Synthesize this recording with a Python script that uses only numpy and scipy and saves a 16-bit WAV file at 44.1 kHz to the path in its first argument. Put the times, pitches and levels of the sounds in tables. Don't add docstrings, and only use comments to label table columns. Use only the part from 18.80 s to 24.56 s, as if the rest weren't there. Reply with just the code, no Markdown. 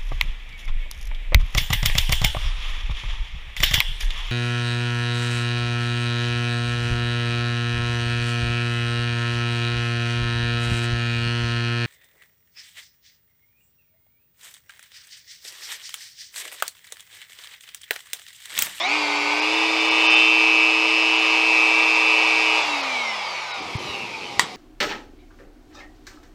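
import sys
import numpy as np
from scipy import signal
from scipy.io import wavfile
from scipy.ndimage import uniform_filter1d

SR = 44100
rng = np.random.default_rng(int(sys.argv[2]) if len(sys.argv) > 2 else 0)


def decibels_to_gain(level_db):
    exponent = np.asarray(level_db, float) / 20
    return 10 ** exponent


def bounce(signal):
    frames = np.transpose(np.atleast_2d(signal))
    limited = np.clip(frames, -1, 1)
    pcm = np.round(limited * 32767).astype(np.int16)
    wavfile.write(sys.argv[1], SR, pcm)


N = 254016
T = np.arange(N) / SR
SLOW = T[::64]
OFF_S, SNAP_S = 3.8, 5.5946
FULL_HZ = 320
SURGES = 120 * T + 0.13

# (time [s], speed [Hz])
SHAFT_SPEED = [(0.0, 209.6), (0.05, 243.2), (0.1, 285.3), (0.15, 306.4), (0.27, 293.0), (0.48, 293.7),
               (0.6, 305.2), (0.76, 321.4), (1.5, 320.1), (2.5, 321.2), (3.15, 321.0), (3.25, 318.9),
               (3.5, 319.7), (3.78, 317.3)]
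# (time [s], level [dB], side line tilt [dB per step])
SLOT_WHINE = [(0.0, -42, 5), (0.13, -20.5, 1), (0.19, -29, 0.5), (0.8, -23.5, 0.5), (0.92, -26, -2.5),
              (1.15, -21.5, 1.5), (1.37, -16, 2.5), (1.83, -16, 0.1), (1.95, -20.5, 1), (2.48, -21, 2),
              (2.77, -18, -0.8), (3.79, -19.5, 0.6), (3.84, -26, 1)]
SLOT_SIDE_LINES = [-4, -4.5, 0, -1.5, -13, -12, -18, -27]
WOBBLE_SIDE_LINES = [-37.5, -53]
DOUBLE_SIDE_LINES = [-53, -46.5, -38.5, -47, -55.5]
SHAFT_MULTIPLES = [3, 5.08, 6, 7.14, 8, 9.12, 11.14, 13.16, 15.15, 16, 21.3, 24, 26, 32, 40, 48, 56, 11.06,
                   11.22]
# (level driven [dB], level coasting [dB])
MULTIPLE_LEVELS = [(-46, -60), (-38, -45), (-42, -60), (-48, -47), (-60, -52), (-41, -34), (-50, -48),
                   (-54, -43), (-49, -50), (-60, -42), (-58, -53), (-50, -40.5), (-49, -53), (-58, -47),
                   (-60, -50), (-62, -50), (-70, -53), (-61, -60), (-57, -60)]
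# (frequency [Hz], gain [dB])
HOUSING_GAIN = [(500, -1), (800, 9.5), (1050, -4), (1400, -13), (1760, -16), (2000, -2.5), (2300, 4.5),
                (2800, -0.5), (3300, 2.5), (3580, -1.5), (3950, 7), (4600, 0.5), (6500, -4.5), (12000, -37)]
# (frequency [Hz], width [Hz], gain [dB])
THIN_PANELS = [(1490, 110, 8), (2290, 170, 5), (4150, 190, -12)]
# (time [s], gain [dB])
TONE_GLINT = [(3.8, 5.5), (3.95, -8.5), (4.12, -4), (4.55, -2.5), (4.72, -2), (4.95, -8), (5.15, 3),
              (5.3, -7), (5.6, -10)]
# (time [s], length [s], gain [dB])
VENT_TURNS = [
    (1.28, 0.12, 1.5),
    (1.986, 0.38, -1),
    (3.56, 0.61, 0.5),
]
# (time [s], length [s], ringing [Hz], level [dB])
COLLET_KNOCKS = [
    (5.096, 0.056, 3850, -40),
    (5.153, 0.013, 2680, -30),
    (5.23, 0.034, 2700, -34.5),
    (5.35, 0.014, 2450, -34),
    (5.432, 0.028, 2520, -35),
    (5.47, .04, 3080, -40),
]
# (frequency [Hz], level [dB per Hz])
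AIR_COLOUR = [(40, -37), (85, -39), (250, -22.5), (380, -15.5), (520, -7.5), (950, -1.5), (1300, -9),
              (1700, -13.5), (2250, -3), (3100, -10.5), (4900, -15.5), (6000, -22), (9000, -35.5),
              (15500, -53.5)]
# (frequency [Hz], width [Hz], level [dB])
VENT_NOTES = [(812, 17, 0), (973, 21, 3), (1105, 26, -1), (1222, 23.4, 8), (2240, 120, -3),
              (2550, 200, -23)]
# (frequency [Hz], level [dB])
HUM_TONES = [(120, -62), (360, -58)]
# (time [s], level [dB])
ARM_RUB = [
    (4.76, -46),
    (4.834, -47.5),
    (4.96, -49.5),
    (5.002, -44.5),
    (5.338, -51),
    (5.76, -48.5),
]
# (frequency [Hz], level [dB per Hz])
ARM_COLOUR = [(15, -53), (25, -29), (64, -12), (189, -4), (325, -2.5), (362, 0), (485, -1), (600, -8.5),
              (780, -56), (1320, -120)]
# (time [s], peak [dB], frequency [Hz], time to fall 60 dB [s])
DESK_BUMPS = [
    (4.798, -37, 280, 0.16),
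    (4.952, -15.5, 113, 0.048),
    (5.051, -36, 150, 0.072),
    (5.089, -37, 80.4, .1),
    (5.235, -32, 198, 0.044),
    (5.57, -34, 100, 0.075),
    (5.63, -31, 173, 0.063),
]
# (frequency [Hz], level [dB], time to fall 60 dB [s])
CATCH_RINGS = [(980, -3.5, 0.015), (1940, 1, 0.019), (2620, -16, 0.03), (3620, -11, 0.01),
               (4540, -4.5, 0.016), (5880, -6, 0.0063), (7000, -4, 0.0081), (8100, -47, 0.0047),
               (11500, -24, 0.0037)]
# (frequency [Hz], time to fall 60 dB [s])
ROOM_DECAY = [(300, 0.43), (1500, 0.26), (4000, 0.2), (10000, 0.13)]
# (time [s], length [s], edge [Hz], depth [dB])
TREBLE_GAPS = [(.078, .012, 7500, 15), (.377, .013, 8000, 12), (.61, .014, 6000, 16),
               (1.101, .013, 6000, 16), (1.286, .024, 6500, 45), (1.357, .012, 6500, 15),
               (2.381, .012, 7500, 16), (3.15, .011, 8000, 16), (3.832, .012, 8500, 13),
               (4.023, .012, 6000, 14), (4.729, .016, 5500, 15), (4.813, .012, 6500, 10),
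               (4.981, .011, 6500, 28), (5.646, .014, 9000, 9)]


def evened(x):
    return x / np.sqrt(np.mean(x ** 2) + 1e-20)


def read(points, hz):
    f, value = np.transpose(points)
    return np.interp(np.log(hz + 1), np.log(f + 1), value)


def curve(rows, column=1):
    rows = np.array(rows)
    return np.interp(SLOW, rows[:, 0], rows[:, column])


def fine(control):
    return np.interp(T, SLOW, control)


def bell(t, centre, length):
    return np.exp(-((t - centre) / length) ** 2)


def tone(turns):
    return np.sqrt(2) * np.cos(2 * np.pi * turns)


def drift(top_hz, count):
    hz = np.geomspace(top_hz / 20, top_hz, 12)[:, None]
    curves = []
    for _ in range(count):
        waves = np.sin(2 * np.pi * (hz * SLOW + rng.random(hz.shape)))
        curves.append(evened((waves / hz ** 0.25).sum(0)))
    return curves


def noise(colour_db, patchy_db, size=1024):
    a, b, patches = rng.standard_normal(colour_db.T.shape + (3,)).T
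    patches = evened(uniform_filter1d(uniform_filter1d(patches, 8, 0), 8, 1))
    z = (a + 1j * b) * decibels_to_gain(colour_db + patchy_db * patches)
    return signal.istft(z, nperseg=size, noverlap=size * 3 // 4)[1][:N]


def band_noise(low_hz, high_hz, length):
    band = signal.butter(2, [low_hz, high_hz], "bandpass", fs=SR)
    return signal.lfilter(*band, rng.standard_normal(length))


def shaft():
    off_hz, brake_hz_per_s, creep_hz, ease_hz = 312.6, 200.5, 66.5, 84.6
    ahead = (off_hz - creep_hz - brake_hz_per_s * (SLOW - OFF_S)) / ease_hz
    coasting = creep_hz + ease_hz * np.logaddexp(0, ahead)
    return uniform_filter1d(np.minimum(curve(SHAFT_SPEED), coasting), size=30)


def facing(t):
    return sum(db * bell(t, s, length) for s, length, db in VENT_TURNS)


def housing(hz):
    panels = sum(db * bell(hz, f, width) for f, width, db in THIN_PANELS)
    return read(HOUSING_GAIN, hz) + panels


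def room(x):
    taps = np.zeros(SR // 2)
    at = np.arange(180, SR // 2 - 20, 20)
    taps[at + rng.integers(0, 20, at.shape)] = rng.choice([-1., 1.], at.shape)
    hz, t, z = signal.stft(taps, SR, nperseg=128)
    decay = decibels_to_gain(-60 * t / read(ROOM_DECAY, hz)[:, None])
    tail = signal.istft(z * decay, SR, nperseg=128)[1]
    return signal.fftconvolve(x, tail / np.linalg.norm(tail))[:len(x)]


def hum():
    return sum(decibels_to_gain(db) * np.sqrt(2) * np.sin(2 * np.pi * hz * T) for hz, db in HUM_TONES)


def swish():
    start_s, length_s, level_db, linger = 5.08, 0.21, -57.5, 0.3
    shape = np.maximum(bell(T, start_s, length_s), linger * (T > start_s))
    return decibels_to_gain(level_db) * shape * evened(band_noise(6500, 12000, N))


def arm():
    hz = np.fft.rfftfreq(1024, 1 / SR)[:, None]
    colour_db = read(ARM_COLOUR, hz) - 60 * (hz > 700) + np.zeros(N // 256 + 5)
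    fade_in = np.clip((T - ARM_RUB[0][0]) / 0.039, 0, 1)
    out = evened(noise(colour_db, 1.4)) * fine(decibels_to_gain(curve(ARM_RUB) + 7.0)) * fade_in
    for s, db, f, t60 in DESK_BUMPS:
        u = np.maximum(T - s, 0)
        soft_start = 1 - np.exp(-u / 0.0014)
        out += decibels_to_gain(db - 60 * u / t60) * soft_start * np.sin(2 * np.pi * f * u) * 1.4
    return signal.lfilter(*signal.butter(2, 50, "highpass", fs=SR), out)


def snap():
    level_db, crack_db = -2.5, 3
    u = T[T >= SNAP_S] - SNAP_S
    ring = sum(decibels_to_gain(db - 60 * u / t60) * np.sin(2 * np.pi * hz * u) for hz, db, t60 in CATCH_RINGS)
    grit = band_noise(900, 6500, SR)[:len(u)]
    crack = decibels_to_gain(crack_db - 60 * u / 0.015) * grit
    near = decibels_to_gain(level_db) * (1 - np.exp(-u / 0.00041)) * (ring + crack)
    far = (0.35 * near + grit) * decibels_to_gain(-60 * u / 0.0093)
    return np.pad(near + decibels_to_gain(-4.5) * room(far), (N - len(u), 0))


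def air():
    hz = np.fft.rfftfreq(1024, 1 / SR)[:, None]
    t = np.arange(N // 256 + 5) * 256 / SR
    vents = sum(decibels_to_gain(db) ** 2 / (1 + (2 * (hz - f) / w) ** 2) for f, w, db in VENT_NOTES)
    colour_db = read(AIR_COLOUR, hz) + 10 * np.log10(1 + 2.5 * vents)
    high = 1 / (1 + (3000 / (hz + 1)) ** 4)
    octaves = np.log2(shaft() / FULL_HZ)
    stop_db = -27 * np.maximum(t - SNAP_S, 0)
    turn_db = facing(t)
    late = np.where(t < OFF_S, t, np.maximum(t - 0.05, OFF_S))
    roar_db = -32 + 7.5 * np.interp(late, SLOW, octaves) + stop_db + turn_db
    fan_db = -34.5 + np.interp(t, SLOW, 13.5 * octaves + 0.078 * (curve(SLOT_WHINE) + 20))
    bearing_db = -44
    hiss_db = 10 * np.log10(decibels_to_gain(fan_db) ** 2 + decibels_to_gain(bearing_db) ** 2) + 0.4 * stop_db + turn_db
    wind = noise(colour_db + (1 - high) * roar_db + high * (hiss_db + 7.0), 0.86)
    throb = 0.022 * (T < OFF_S) * np.cos(2 * np.pi * (SURGES - 0.05))
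    return decibels_to_gain(-25.5) * evened(wind) * (1 + throb)


def knocks(turns, speed):
    pulse = np.exp(2.0 * (np.cos(2 * np.pi * turns) - 1))
    out = 0
    for s, length, hz, db in COLLET_KNOCKS:
        multiple = np.round(hz / np.interp(s, SLOW, speed))
        out += decibels_to_gain(db + 10.0) * bell(T, s, length) * pulse * np.cos(2 * np.pi * multiple * turns)
    return out


def disc_wobble(turns, speed, live):
    grip_s = 1.68
    db = -31 + 35 * np.log2(speed / FULL_HZ) - 2.5 * np.clip(SLOW - grip_s, 0, OFF_S - grip_s)
    db += -12 * bell(SLOW, 3.83, 0.038) + 2.5 * (1 - live)
    db -= 15.0 * np.exp(-SLOW / 0.052)
    return fine(decibels_to_gain(db)) * tone(turns)


def split(turns, multiple, first, side_lines, wander_db, base_db=0, tilt_db=0):
    out = 0
    wanders = drift(6.0, count=len(side_lines))
    for (step, db), wander in zip(enumerate(side_lines, first), wanders):
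        level_db = base_db + db + tilt_db * step + wander_db * wander
        out += fine(decibels_to_gain(level_db)) * tone(multiple * turns + step * SURGES)
    return out


def current_whine(turns, speed, kick_db):
    out = split(turns, 8, -2, SLOT_SIDE_LINES, 1.47, curve(SLOT_WHINE) - 4.5, curve(SLOT_WHINE, column=2))
    out += split(turns, 1, 1, WOBBLE_SIDE_LINES, 0.23, -12.0 * np.exp(-SLOW / 0.12))
    double_db = housing(16 * speed) + kick_db - 1.44 * SLOW + 1.0
    return out + split(turns, 16, -2, DOUBLE_SIDE_LINES, 2.2, double_db)


def shaft_tones(turns, speed, live, kick_db):
    sway = fine(0.55 * np.clip((135 - speed) / 25, 0, 1)) * np.sin(2 * np.pi * turns)
    slowing = np.log10(speed / 200)
    cap_db = live * (12 - 6 * np.clip((SLOW - 1.5) / 0.14, 0, 1))
    wanders = drift(25.0, count=len(SHAFT_MULTIPLES))
    out = 0
    for k, (driven_db, coast_db), wander in zip(SHAFT_MULTIPLES, MULTIPLE_LEVELS, wanders):
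        flutter_db = (3.2 - 1.03 * live) * wander + curve(TONE_GLINT) + 2.1 * facing(SLOW)
        if k % 8 == 0:
            flutter_db += 0.5 * kick_db
        if round(k) == 11:
            flutter_db += cap_db * bell(k * speed, 3590, 110)
        slowing_db = (6 if k > 16 else 26) * slowing
        db = live * driven_db + (1 - live) * (coast_db + slowing_db) + housing(k * speed) + flutter_db
        hunting = k / 8 * (k < 40) * sway
        out += fine(decibels_to_gain(db)) * np.sqrt(2) * np.cos(2 * np.pi * (k * turns + rng.random()) + hunting)
    return out


def motor():
    speed = shaft() + 0.2 * drift(8.0, count=1)[0]
    turns = np.cumsum(fine(speed)) / SR
    live = np.clip((OFF_S + 0.096 - SLOW) / 0.1, 0, 1)
    kick_db = 13.5 * np.exp(-SLOW / 0.065)
    out = current_whine(turns, speed, kick_db) * fine(live)
    out += disc_wobble(turns, speed, live)
    out += shaft_tones(turns, speed, live, kick_db)
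    return out + knocks(turns, speed)


def scene():
    return (hum() + swish() + arm() + snap() + air() + motor())[None]


def roll_off(x):
    return signal.sosfilt(signal.butter(12, 15600, fs=SR, output="sos"), x)


def record(dry):
    hz, t, z = signal.stft(np.clip(dry, -1, 1), SR, nperseg=256, noverlap=192)
    for s, length, edge_hz, depth_db in TREBLE_GAPS:
        near = abs(t - s) < length
        dip = np.clip(2 - 3 * abs(t[near] - s) / length, 0, 1)
        z[..., near] *= decibels_to_gain(-depth_db * dip * (hz[:, None] > edge_hz))
    z[:, hz > 15700] = 0
    mix = signal.istft(z, SR, nperseg=256, noverlap=192)[1][:, :N]
    return roll_off(mix)


dry = scene()
out = record(dry)
bounce(out)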